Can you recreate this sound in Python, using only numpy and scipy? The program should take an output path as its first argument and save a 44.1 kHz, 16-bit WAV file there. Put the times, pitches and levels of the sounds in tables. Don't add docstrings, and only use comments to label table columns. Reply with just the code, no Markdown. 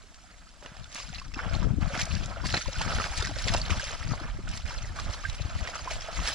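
import sys
import numpy as np
from scipy import signal
from scipy.fft import rfft, irfft, next_fast_len
from scipy.io import wavfile
from scipy.ndimage import uniform_filter1d

SR = 44100
rng = np.random.default_rng(int(sys.argv[2]) if len(sys.argv) > 2 else 0)


def voltage_ratio(level):
    return 10 ** (np.asarray(level, float) / 20)


def digitize_waveform(pressure):
    field = np.atleast_2d(pressure).T
    bounded = np.clip(field, -1, 1)
    quanta = np.round(bounded * 32767).astype(np.int16)
    wavfile.write(sys.argv[1], SR, quanta)


N = 279594
SIZE = next_fast_len(N)
CLOCK = np.arange(N) / SR
BINS = np.fft.rfftfreq(SIZE, 1 / SR)


def evened(x):
    return x / np.sqrt(np.mean(x ** 2) + 1e-20)


def read(points, hz):
    f, value = np.transpose(points)
    return np.interp(np.log(hz + 1), np.log(f + 1), value)


def coloured(x, points):
    return evened(irfft(rfft(x, SIZE) * voltage_ratio(read(points, BINS)), SIZE)[:N])


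def add(mix, s, sound):
    part = mix[..., max(round(s * SR), 0):][..., :sound.shape[-1]]
    part += sound[..., :part.shape[-1]]


def lumps(per_s):
    hz = BINS[:SIZE // 32 + 1]
    slow = rfft(rng.standard_normal(SIZE // 16)) / (1 + (hz / per_s) ** 2)
    slow = evened(irfft(slow, SIZE // 16))
    return np.interp(np.arange(N) / 16, np.arange(SIZE // 16), 2 * np.tanh(slow / 1.6))


SINK_DB = 13


def surges(base_db, s, db, rise_s, fall_s):
    u = CLOCK[::64, None] - s
    fade = np.where(u < 0, -u / rise_s, u / fall_s)
    power = voltage_ratio(2 * (db - SINK_DB * fade)).sum(1)
    return 10 * np.log10(np.interp(CLOCK, CLOCK[::64], power) + voltage_ratio(2 * base_db))


def bubble(hz, cycles, glide):
    u = np.arange(int(4 * cycles * SR / hz) + 8) * hz / SR / cycles
    shape = (1 - np.exp(-u * cycles / 0.9)) * np.exp(-2.4 * u ** 2.57)
    turns = cycles * (u + .5 * glide * np.minimum(u, 1.5) ** 2)
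    return shape / shape.max() * np.sin(2 * np.pi * turns)


def swarm(low_hz, high_hz, cycles, per_s, spread_db, clump_db, count=16):
    born, kind = rng.random(N) < per_s / SR, rng.integers(0, count, N)
    loudness_db = spread_db * np.minimum(rng.exponential(1, N), 4) + clump_db * lumps(26.0)
    size = born * voltage_ratio(loudness_db)
    out = np.zeros(N)
    for k, hz in enumerate(np.geomspace(low_hz, high_hz, count)):
        grain = bubble(hz, cycles * rng.uniform(0.62, 1.71), rng.uniform(0, 0.26))
        grain = grain * np.sqrt(hz) / np.linalg.norm(grain)
        out += signal.oaconvolve(size * (kind == k), grain)[:N]
    return evened(out)


# (frequency [Hz], level [dB per Hz])
SLOSH_COLOUR = [(150, -30), (250, -2.5), (393, -7.5), (653, 6), (806, 0), (1450, 4.5), (1800, -5.5),
                (3500, -6.5), (4550, -35), (7700, -120)]
# (frequency [Hz], level [dB per Hz])
SPRAY_COLOUR = [(1060, -11), (1800, -0.5), (2120, -0.5), (2400, 0), (5320, 0), (7490, -7), (8580, -15.5),
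                (9820, -13), (11700, -34.5), (14300, -35.5), (15600, -52)]
# (time [s], level [dB], spray over slosh [dB], length [s])
PLUNGES = [(0.633, -53, -2, 0.43), (1.365, -45, -15, 0.53), (1.379, -39.5, -9, 0.17),
           (1.812, -42, -6.5, 0.24), (2.452, -51.5, 14.5, 0.27), (2.553, -39.5, 2, 0.054),
           (3.705, -36, 2, 0.062), (4.111, -41, -8, 0.085), (4.48, -50, 0, 0.26), (4.664, -44.5, -1, 0.36),
           (4.961, -45, -1, 0.7), (5.875, -47, -1, 0.093), (5.905, -52.5, 13, 0.11)]
# (crest time [s], level [dB], spray over slosh [dB], length [s])
HEAVES = [(0.986, -48.5, 8, 0.096), (0.31, -64, -2, 0.34), (1.151, -55.5, 6.5, 0.14),
          (1.55, -40, -4.5, 0.12), (1.46, -50, -14, 0.066), (1.949, -36.5, -1.5, 0.067),
          (2.011, -37.5, 6, 0.039), (2.133, -45, 3.5, 0.17), (2.354, -43.5, -31, 0.27),
          (2.594, -52.5, 12, 0.22), (2.803, -38.5, -2, 0.11), (2.905, -35.5, -1, 0.1),
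          (3.038, -40, 0.5, 0.26), (3.205, -46.5, 7.5, 0.22), (3.406, -45.5, 8, 0.059),
          (3.479, -40, 9.5, 0.029), (3.556, -40.5, -1, 0.28), (3.832, -44, 1.5, 0.45),
          (4.219, -43, -8.5, 0.15), (4.554, -46.5, 5, 0.042), (4.893, -50, -4, 0.043),
          (5.142, -42, -1.5, 0.037), (5.306, -57.5, 8.5, 0.31), (5.524, -68, -7, 0.36),
          (5.7, -42.5, -2.5, 0.42), (6.04, -43.5, -5, 0.3), (6.28, -37.5, 6, 0.15)]
PLUNGE_S = 0.0099
HEAVE_RISE = 0.78
TRICKLE_DB, MIST_DB = -62.5, -63.5
TICKS, BEADS = .26, .55


def churn():
    slosh = swarm(283.0, 3137, 5.4, 2600, 0.47, 2.44) + 0.92 * rng.standard_normal(N)
    spray = swarm(1536, 10960, 3.24, 5000, 0.52, 3.5) + 1.07 * rng.standard_normal(N)
    spray += TICKS * swarm(1340, 12600, 2.0, 480, 4.1, 3.3, count=6)
    spray += BEADS * swarm(1290, 6140, 5.3, 350, 1.35, 9.0, count=10)
    s, db, spray_db, length = np.transpose(PLUNGES + HEAVES)
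    is_plunge = np.arange(len(s)) < len(PLUNGES)
    rise = np.where(is_plunge, PLUNGE_S, HEAVE_RISE * length)
    slosh_db = surges(TRICKLE_DB, s, db, rise, length)
    mist_db = surges(MIST_DB, s, db + spray_db + 0.049, rise, length)
    return voltage_ratio(slosh_db) * coloured(slosh, SLOSH_COLOUR) + voltage_ratio(mist_db) * coloured(spray, SPRAY_COLOUR)


# (time [s], left level [dB], right level [dB])
BREEZE = [
    (0, -52, -49),
    (.44, -49.5, -54.5),
    (1.06, -57, -55),
    (1.9, -49, -50),
    (3.9, -33.5, -41),
    (5.9, -44, -44),
    (6.34, -37.5, -32.5),
]
# (frequency [Hz], level [dB per Hz])
RUMBLE_COLOUR = [(7.1, -40), (12, -7.5), (38, 5), (81, 1), (189, -8), (348, -23), (393, -32), (700, -32.5),
                 (910, -64), (1540, -120)]
# (crest time [s], peak level at the windward port [dB], left over right [dB], length [s])
GUSTS = [(0.67, -42, 0, 0.052), (0.821, -30, 13.5, 0.059), (1, -46.5, -4, 0.052), (1.14, -32.5, 16, 0.076),
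         (1.62, -36, 12, 0.2), (1.69, -24.5, 10, 0.48), (2.174, -25, 12, 0.2), (2.447, -23, 21, 0.045),
         (2.537, -24.5, 3, 0.045), (2.681, -25.5, 13, 0.025), (2.776, -30.5, 2.5, 0.11),
         (2.861, -26, 14, 0.13), (2.973, -31, -0.5, 0.15), (3.2, -31, 2.5, 0.19), (3.51, -28, 1.5, 0.31),
         (3.74, -28, 4, 0.11), (4.097, -22.5, 20, 0.065), (4.317, -36.5, -3.5, 1), (4.5, -36.5, 2, 0.25),
         (4.655, -30.5, -19, 0.02), (4.918, -31, 0, 0.22), (5.079, -29.5, -20, 0.067),
         (5.296, -31.5, -20, 0.13), (5.412, -28.5, 19, 0.092), (5.576, -31.5, 5, 0.27),
         (5.93, -35.5, -1, 0.43), (6.207, -27, 5, 0.058)]
# (time [s], peak level [dB], pitch [Hz], left over right [dB])
EDDIES = [(.205, -50, 170, 7), (0.31, -50, 190, -1), (0.501, -58, 180, 3), (0.653, -45, 192, -3),
          (0.72, -39, 150, 4), (0.954, -41, 200, -2), (0.814, -33, 130, 15), (1.087, -36, 150, 23),
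          (1.102, -32, 131, 16), (1.541, -32, 74.6, 14), (1.656, -23, 113, 14), (1.679, -24, 75.4, 14),
          (1.708, -15.5, 107, 23), (1.738, -19, 162, 8), (1.777, -41, 88, 13), (1.877, -21.5, 142, 19),
          (1.979, -25.5, 175, 17), (2.03, -20, 119, 8), (2.155, -24, 85, 25), (0.796, -35, 110, 10),
          (2.668, -25, 50.4, 15), (2.777, -20, 55, 13), (2.95, -22, 73, 24), (3.2, -20, 69.4, 14),
          (3.45, -19.5, 75.5, 22), (3.558, -22.5, 76, 11), (3.716, -13.5, 82.5, 21),
          (4.062, -21.5, 108, 23), (4.088, -39, 78, 9), (4.645, -24.5, 71.6, -25), (5.289, -24, 84, -22),
          (5.41, -21, 94, 18), (5.451, -20.5, 74, 9), (5.555, -21.5, 71.5, 13), (5.625, -28, 72.4, 28),
          (2.87, -20.5, 76, 20), (3.104, -27, 55, 13)]
EDDY_LOSS_DB = 3


def breeze():
    out = []
    s, db, pan_db, length = np.transpose(GUSTS)
    when, *steady = np.transpose(BREEZE)
    shades = np.minimum(pan_db, 0), np.minimum(-pan_db, 0)
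    for steady_db, shade_db in zip(steady, shades):
        port_db = surges(np.interp(CLOCK, when, steady_db), s, db + shade_db, length, length)
        air = coloured(rng.standard_normal(N), RUMBLE_COLOUR)
        upper = irfft(rfft(air, SIZE) * BINS ** 3 / (BINS ** 3 + 76.0 ** 3), SIZE)[:N]
        reach_db = 1.26 * (port_db + 27.5) + 4.8 * lumps(14.0)
        air = air + (voltage_ratio(reach_db) - 1) * upper
        out.append(voltage_ratio(port_db - 1.4 + 3.6 * lumps(30.5)) * air)
    out = np.array(out)
    for s, db, hz, pan_db in EDDIES:
        share = 1 / np.sqrt(1 + voltage_ratio([[-2 * pan_db], [2 * pan_db]]))
        push = rng.choice([-1., 1.], (2, 1))
        add(out, s - .003, 2 * share * voltage_ratio(db - EDDY_LOSS_DB) * push * bubble(hz, 1.29, -0.044))
    return out


# (frequency [Hz], level [dB per Hz])
FIELD_COLOUR = [(105, -16), (170, 5.5), (307, -3.5), (459, -18), (1300, -12.5), (6070, -12.5), (7130, -9.5),
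                (10600, -24.5), (12000, -34), (15600, -44)]
FIELD_DB = -54


def field():
    hiss = coloured(rng.standard_normal(N), FIELD_COLOUR)
    return voltage_ratio(FIELD_DB - 7.0 + 0.22 * lumps(9.7)) * hiss


# (time [s], peak level [dB], pitch
# [Hz], length [cycles])
BUBBLES = [(0.957, -34, 2030, 26), (1.216, -30, 1070, 11), (1.393, -16.5, 1338, 5.5), (1.627, -29, 960, 11),
           (1.945, -42, 1520, 8.6), (1.9525, -21.5, 2100, 9.9), (1.998, -27, 2100, 11),
           (2.402, -28, 1380, 9.8), (2.441, -24, 1020, 8.8), (2.658, -25, 960, 7.9), (2.757, -26, 1450, 19),
           (2.811, -17, 903, 5), (2.984, -20, 1430, 9.7), (3, -17, 1235, 12), (3.042, -19, 1500, 6.8),
           (3.224, -26, 1410, 15), (3.483, -26, 2010, 7.3), (3.546, -18, 960, 5.9), (3.696, -25, 1410, 7.7),
           (3.797, -22.5, 1590, 15), (4.136, -22.5, 960, 7.2), (4.474, -28.5, 1450, 16),
           (4.654, -33, 1620, 14), (4.9887, -23.5, 1144, 12), (5.25, -18.5, 1578, 25), (5.677, -24, 1860, 12),
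           (5.875, -19.5, 1003, 12), (6.191, -21, 1100, 4.8), (6.284, -17.5, 1650, 7.7),
           (.622, -40.5, 591, 39), (1.365, -27, 260, 4.2), (1.901, -28, 554, 16), (2.368, -27.5, 587, 7.4),
         (2.539, -21, 720, 4.3), (2.556, -17.5, 680, 3.5), (2.571, -19, 164, 1.1), (2.683, -24.5, 554, 8.2),
         (3.118, -27, 785, 8.2), (3.224, -26, 413, 5.1), (3.295, -30, 830, 13), (3.312, -25.5, 646, 4.2),
         (3.467, -23, 547, 3.1), (3.518, -29, 670, 23), (3.539, -20, 720, 6.5), (3.574, -33.5, 610, 37),
         (3.83, -29.5, 563, 11.6), (4.135, -21.5, 553, 1.3), (4.387, -28, 342, 4.8), (4.706, -30, 914, 11),
         (5.689, -33, 540, 4.5), (5.912, -22.5, 660, 8.2), (6.085, -23, 658, 9.2), (1.132, -35, 745, 8.4),
         (1.0, -32, 1090, 13), (1.655, -28, 337, 3.1), (1.668, -24, 435, 3.2), (1.705, -30, 298, 2.1),
         (1.74, -34, 333, 2), (0.039, -45, 400, 4.2), (4.21, -29, 300, 4.3), (3.29, -30.5, 293, 5.9),
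         (1.781, -19.5, 256, 3), (5.4, -27, 553, 1.3), (5.452, -31, 250, 2.2),
           (.24, -41.5, 730, 8), (0.648, -37, 1420, 12), (.765, -40, 740, 8), (0.856, -40, 1420, 19),
             (1.093, -37, 1420, 12), (1.319, -42, 2160, 18), (1.3908, -25, 1173, 3.2),
             (1.3913, -22, 1820, 6.1), (1.402, -23, 1560, 9), (1.41, -35, 490, 9.2), (1.432, -32, 820, 4.9),
             (1.455, -32, 620, 6), (1.48, -33, 760, 4.8), (1.512, -27, 595, 4.9), (1.525, -31, 1430, 13),
             (1.547, -29, 820, 8.9), (1.562, -30, 590, 4), (1.574, -38, 1460, 14), (1.585, -33, 635, 7),
             (1.632, -35, 1570, 15), (1.68, -40, 1300, 7.9), (2.611, -27.5, 1380, 15),
             (3.01, -23, 1250, 6.5), (3.066, -30, 676, 2.8), (3.196, -24, 2220, 7.2),
             (3.197, -26, 900, 7.5), (3.264, -27, 1780, 9.6), (3.274, -30, 1550, 21),
             (3.361, -28.5, 1510, 11), (3.366, -26, 560, 5.2), (3.722, -23, 1210, 11),
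             (3.728, -23, 1100, 7.1), (4.029, -23, 1860, 4.3), (4.122, -33, 1080, 5.1),
             (4.989, -22.5, 1510, 4.8), (5.239, -28, 1200, 14), (2.54, -14.5, 1450, 8.3),
             (2.459, -21, 1900, 3.2), (4.264, -34, 1120, 11), (4.282, -33, 930, 9.3), (4.29, -34, 1850, 10),
             (4.3, -35, 2270, 14), (4.664, -33.5, 2350, 15), (4.687, -29, 2920, 12),
             (4.709, -26.5, 1350, 6), (4.728, -34, 1550, 14), (4.847, -30, 1950, 9.2),
             (4.892, -36.5, 1680, 17), (5.2524, -27, 1730, 14)]
# (time [s], peak level [dB], pitch [Hz])
DRIPS = [(0.6612, -31.5, 2850), (0.765, -43, 1750), (0.844, -36.5, 3550), (1.186, -27.5, 2600),
         (1.3447, -27, 2620), (1.344, -32, 5000), (1.357, -32, 5300), (1.416, -34, 5300),
         (2.0105, -32, 4060), (2.017, -26, 2220), (2.4578, -23, 4710), (2.469, -34, 3860),
         (2.5446, -11.5, 4030), (2.574, -27, 4600), (3.2241, -19, 3580), (3.442, -28, 4300),
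         (3.4852, -27, 4620), (3.487, -20, 3400), (3.537, -17, 5020), (3.574, -26, 2660),
         (3.616, -16, 4400), (5.298, -27, 3830), (6.0223, -32, 3180), (6.2755, -17, 5450)]
DRIP_CYCLES = 20.7


def plops():
    out = np.zeros(N)
    drips = [(*drip, DRIP_CYCLES) for drip in DRIPS]
    for s, db, hz, cycles in BUBBLES + drips:
        glide, late, other = rng.random(3)
        ring = voltage_ratio(db - 8.0) * bubble(hz, max(cycles, 1.5), 0.075 * glide)
        neighbour = bubble(hz * (1.09 + 0.31 * other), max(0.35 * cycles, 1.5), 0.084)
        add(out, s - .0007, ring)
        add(out, s + 0.0064 + 0.00367 * late, voltage_ratio(-13.0) * ring)
        add(out, s + 0.0037 * other, voltage_ratio(db - 14.5) * neighbour)
    return out


# (time [s], peak level [dB], dullness [dB an octave])
SLAPS = [(0.6615, -30, 5), (1.1822, -31, 0), (1.3433, -29, 0.5), (1.391, -28, 8), (1.994, -22, -3),
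         (2.0105, -25, 4), (2.259, -25, -7), (2.468, -17.5, -7), (2.543, -11.5, 4.5), (2.574, -15.5, 0.5),
         (2.7857, -27, -10), (2.984, -18.5, 5.5), (2.816, -15, 0), (3.0415, -20.5, 2), (3.1775, -19.5, -16),
         (3.2242, -18.5, -1.5), (3.3862, -23, -1), (3.421, -24, -11), (3.484, -15.5, -0.5),
         (3.5397, -14, -5), (3.547, -9.5, 7.5), (3.573, -21.5, -6), (3.6986, -26, 10), (4.4907, -28, -6),
         (5.298, -23.5, -1), (6.0207, -25, -4), (6.276, -35, 10)]
# (time [s], peak level [dB], dullness [dB an octave])
SPATTER = [(0.768, -31.5, -0.5), (0.798, -30, -1), (0.8434, -33, -3), (0.927, -28, -5), (0.948, -27, -18),
           (0.9566, -22, 1), (0.964, -19.5, -2.5), (.9868, -34, -12), (0.999, -27, 3), (1.1237, -27, 11),
           (2.0556, -21, -15), (1.199, -25.5, -4.5), (1.282, -37, -7), (1.389, -26, 23.5), (1.496, -32, 2),
           (1.5455, -31, -9), (1.808, -42, 1), (0.626, -31, 8), (1.629, -34, -1), (2.7255, -33, -9),
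           (2.839, -32, 3), (2.906, -24, 5), (2.935, -20, 8), (2.999, -13, 6), (3.126, -29, 6),
           (3.186, -14.5, -3), (3.258, -19, -4), (3.272, -16, -1.5), (0.1447, -35.5, -4), (3.351, -43, -5),
           (3.6482, -38, 6), (3.716, -28, 8), (3.7975, -27, -10), (3.805, -27, 6), (3.842, -20.5, -9),
           (3.857, -31, -12), (3.893, -47, -4), (4.022, -27, 0), (4.0743, -24, 3), (4.109, -30, -1),
           (4.139, -35, 1), (4.2007, -28, -8), (4.514, -28, -6), (4.6569, -33, -9), (4.845, -31, 8),
           (4.8803, -44, 6), (4.9676, -32, -8), (4.9994, -22, 1), (5.1077, -23.5, 2.5), (5.553, -31, -6),
           (5.6527, -26, 4), (5.675, -17, 2), (5.9076, -34, -2), (5.9793, -50, 10), (6.1311, -40, -9),
           (6.1755, -32, 6), (1.34, -27, 0), (2.456, -27, 0), (2.506, -21.5, 3), (2.5579, -21, 13),
           (4.575, -18.5, -1.5)]
SLAP_T60, SPATTER_T60 = 0.05, 0.022
SLAP_RISE_S, CRACK, CRACK_S = .0005, 1.2, .0018


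def slaps():
    out, t = np.zeros(N), np.arange(4096) / SR
    hz = np.fft.rfftfreq(4096, 1 / SR)
    sheets = [(*row, SLAP_T60) for row in SLAPS]
    drops = [(*row, SPATTER_T60) for row in SPATTER]
    for s, db, dull_db, t60 in sheets + drops:
        noise, ragged = rng.standard_normal((2, 4096))
        colour = read(SPRAY_COLOUR, np.maximum(hz, 1900)) - dull_db * np.log2(hz / 4000 + 0.013)
        colour = colour - 30 * np.exp(-hz / 250) - 10.0 * (hz / 11000) ** 3
        burst = evened(irfft(rfft(noise) * voltage_ratio(colour)))
        ragged = voltage_ratio(2.7 * evened(uniform_filter1d(ragged, 60)))
        start = (1 - np.exp(-t / SLAP_RISE_S)) * (1 + CRACK * np.exp(-t / CRACK_S))
        add(out, s - .001, voltage_ratio(db - 14.5 - 60 * t / t60) * start * ragged * burst)
    return out


# (frequency [Hz], left over right [dB])
LEAN = [(60, 14), (120, -16), (240, 8.5), (480, -3), (950, -1), (1890, -8.5), (3770, 0.5), (7520, -1),
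        (15000, -20)]
# (frequency [Hz], phase by which left leads [radians])
LEAD = [(0, -0.26), (1890, -0.51), (2930, -0.89), (4570, 0.76), (6000, -1.67), (7060, -1.1), (9220, -1.66),
        (15200, -0.91)]
# (frequency [Hz], phase [radians])
WANDER = [(300, 0.059), (800, 0.33), (1500, 0.5), (2200, 0.73), (3300, 0.2), (5500, 0.84), (8000, 0.79),
          (15000, 0.9)]
PATCHY_DB = 2.5


def ports(water, rest):
    hz, t, (z, sharp) = signal.stft(np.array([water, rest]), SR, nperseg=256, noverlap=192)
    chance = rng.standard_normal((len(t), len(hz), 2)).T
    smooth = uniform_filter1d(uniform_filter1d(chance, size=5, axis=1), size=9, axis=2)
    lag, tilt = (evened(c) for c in smooth)
    z = z * voltage_ratio(PATCHY_DB * tilt) + sharp
    wander = 0.79 * read(WANDER, hz)[:, None] * (0.45 * tilt + 1j * lag)
    lean = (voltage_ratio(read(LEAN, hz) / 2) * np.exp(1j * read(LEAD, hz) / 2))[:, None]
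    both = np.array([z * (lean + wander), z * (1 / lean - wander)])
    return signal.istft(both, SR, nperseg=256, noverlap=192)[1][:, :N]


MIC_HZ = 11700


def scene():
    sharp = rfft(slaps() + plops(), SIZE) / (1 + (BINS / MIC_HZ) ** 8)
    sharp = irfft(sharp, SIZE)[:N]
    return ports(churn(), sharp + field()) + breeze()


def roll_off(x):
    return signal.sosfilt(signal.butter(12, 15710, fs=SR, output="sos"), x)


# (frequency [Hz], share of the time)
HOLES = [(10700, 0), (11300, .12), (12100, .4), (12800, .03), (13900, .02), (14500, .35), (15200, .82),
         (15700, .97)]


def record(dry):
    hz, t, z = signal.stft(dry, SR, window="cosine", nperseg=2048, noverlap=1024)
    starts = np.arange(0, len(hz), 16)
    power = np.add.reduceat((abs(z) ** 2).sum(0), starts, axis=0)
    judged = power * voltage_ratio(5 * rng.standard_normal((len(t), len(starts))).T)
    rank = judged.argsort(1).argsort(1) / len(t)
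    keep = rank >= read(HOLES, hz[starts] + 170)[:, None]
    z = z * keep[np.arange(len(hz)) // 16]
    kept = signal.istft(z, SR, window="cosine", nperseg=2048, noverlap=1024)[1][:, :N]
    return roll_off(kept)


dry = scene()
out = record(dry)
digitize_waveform(out)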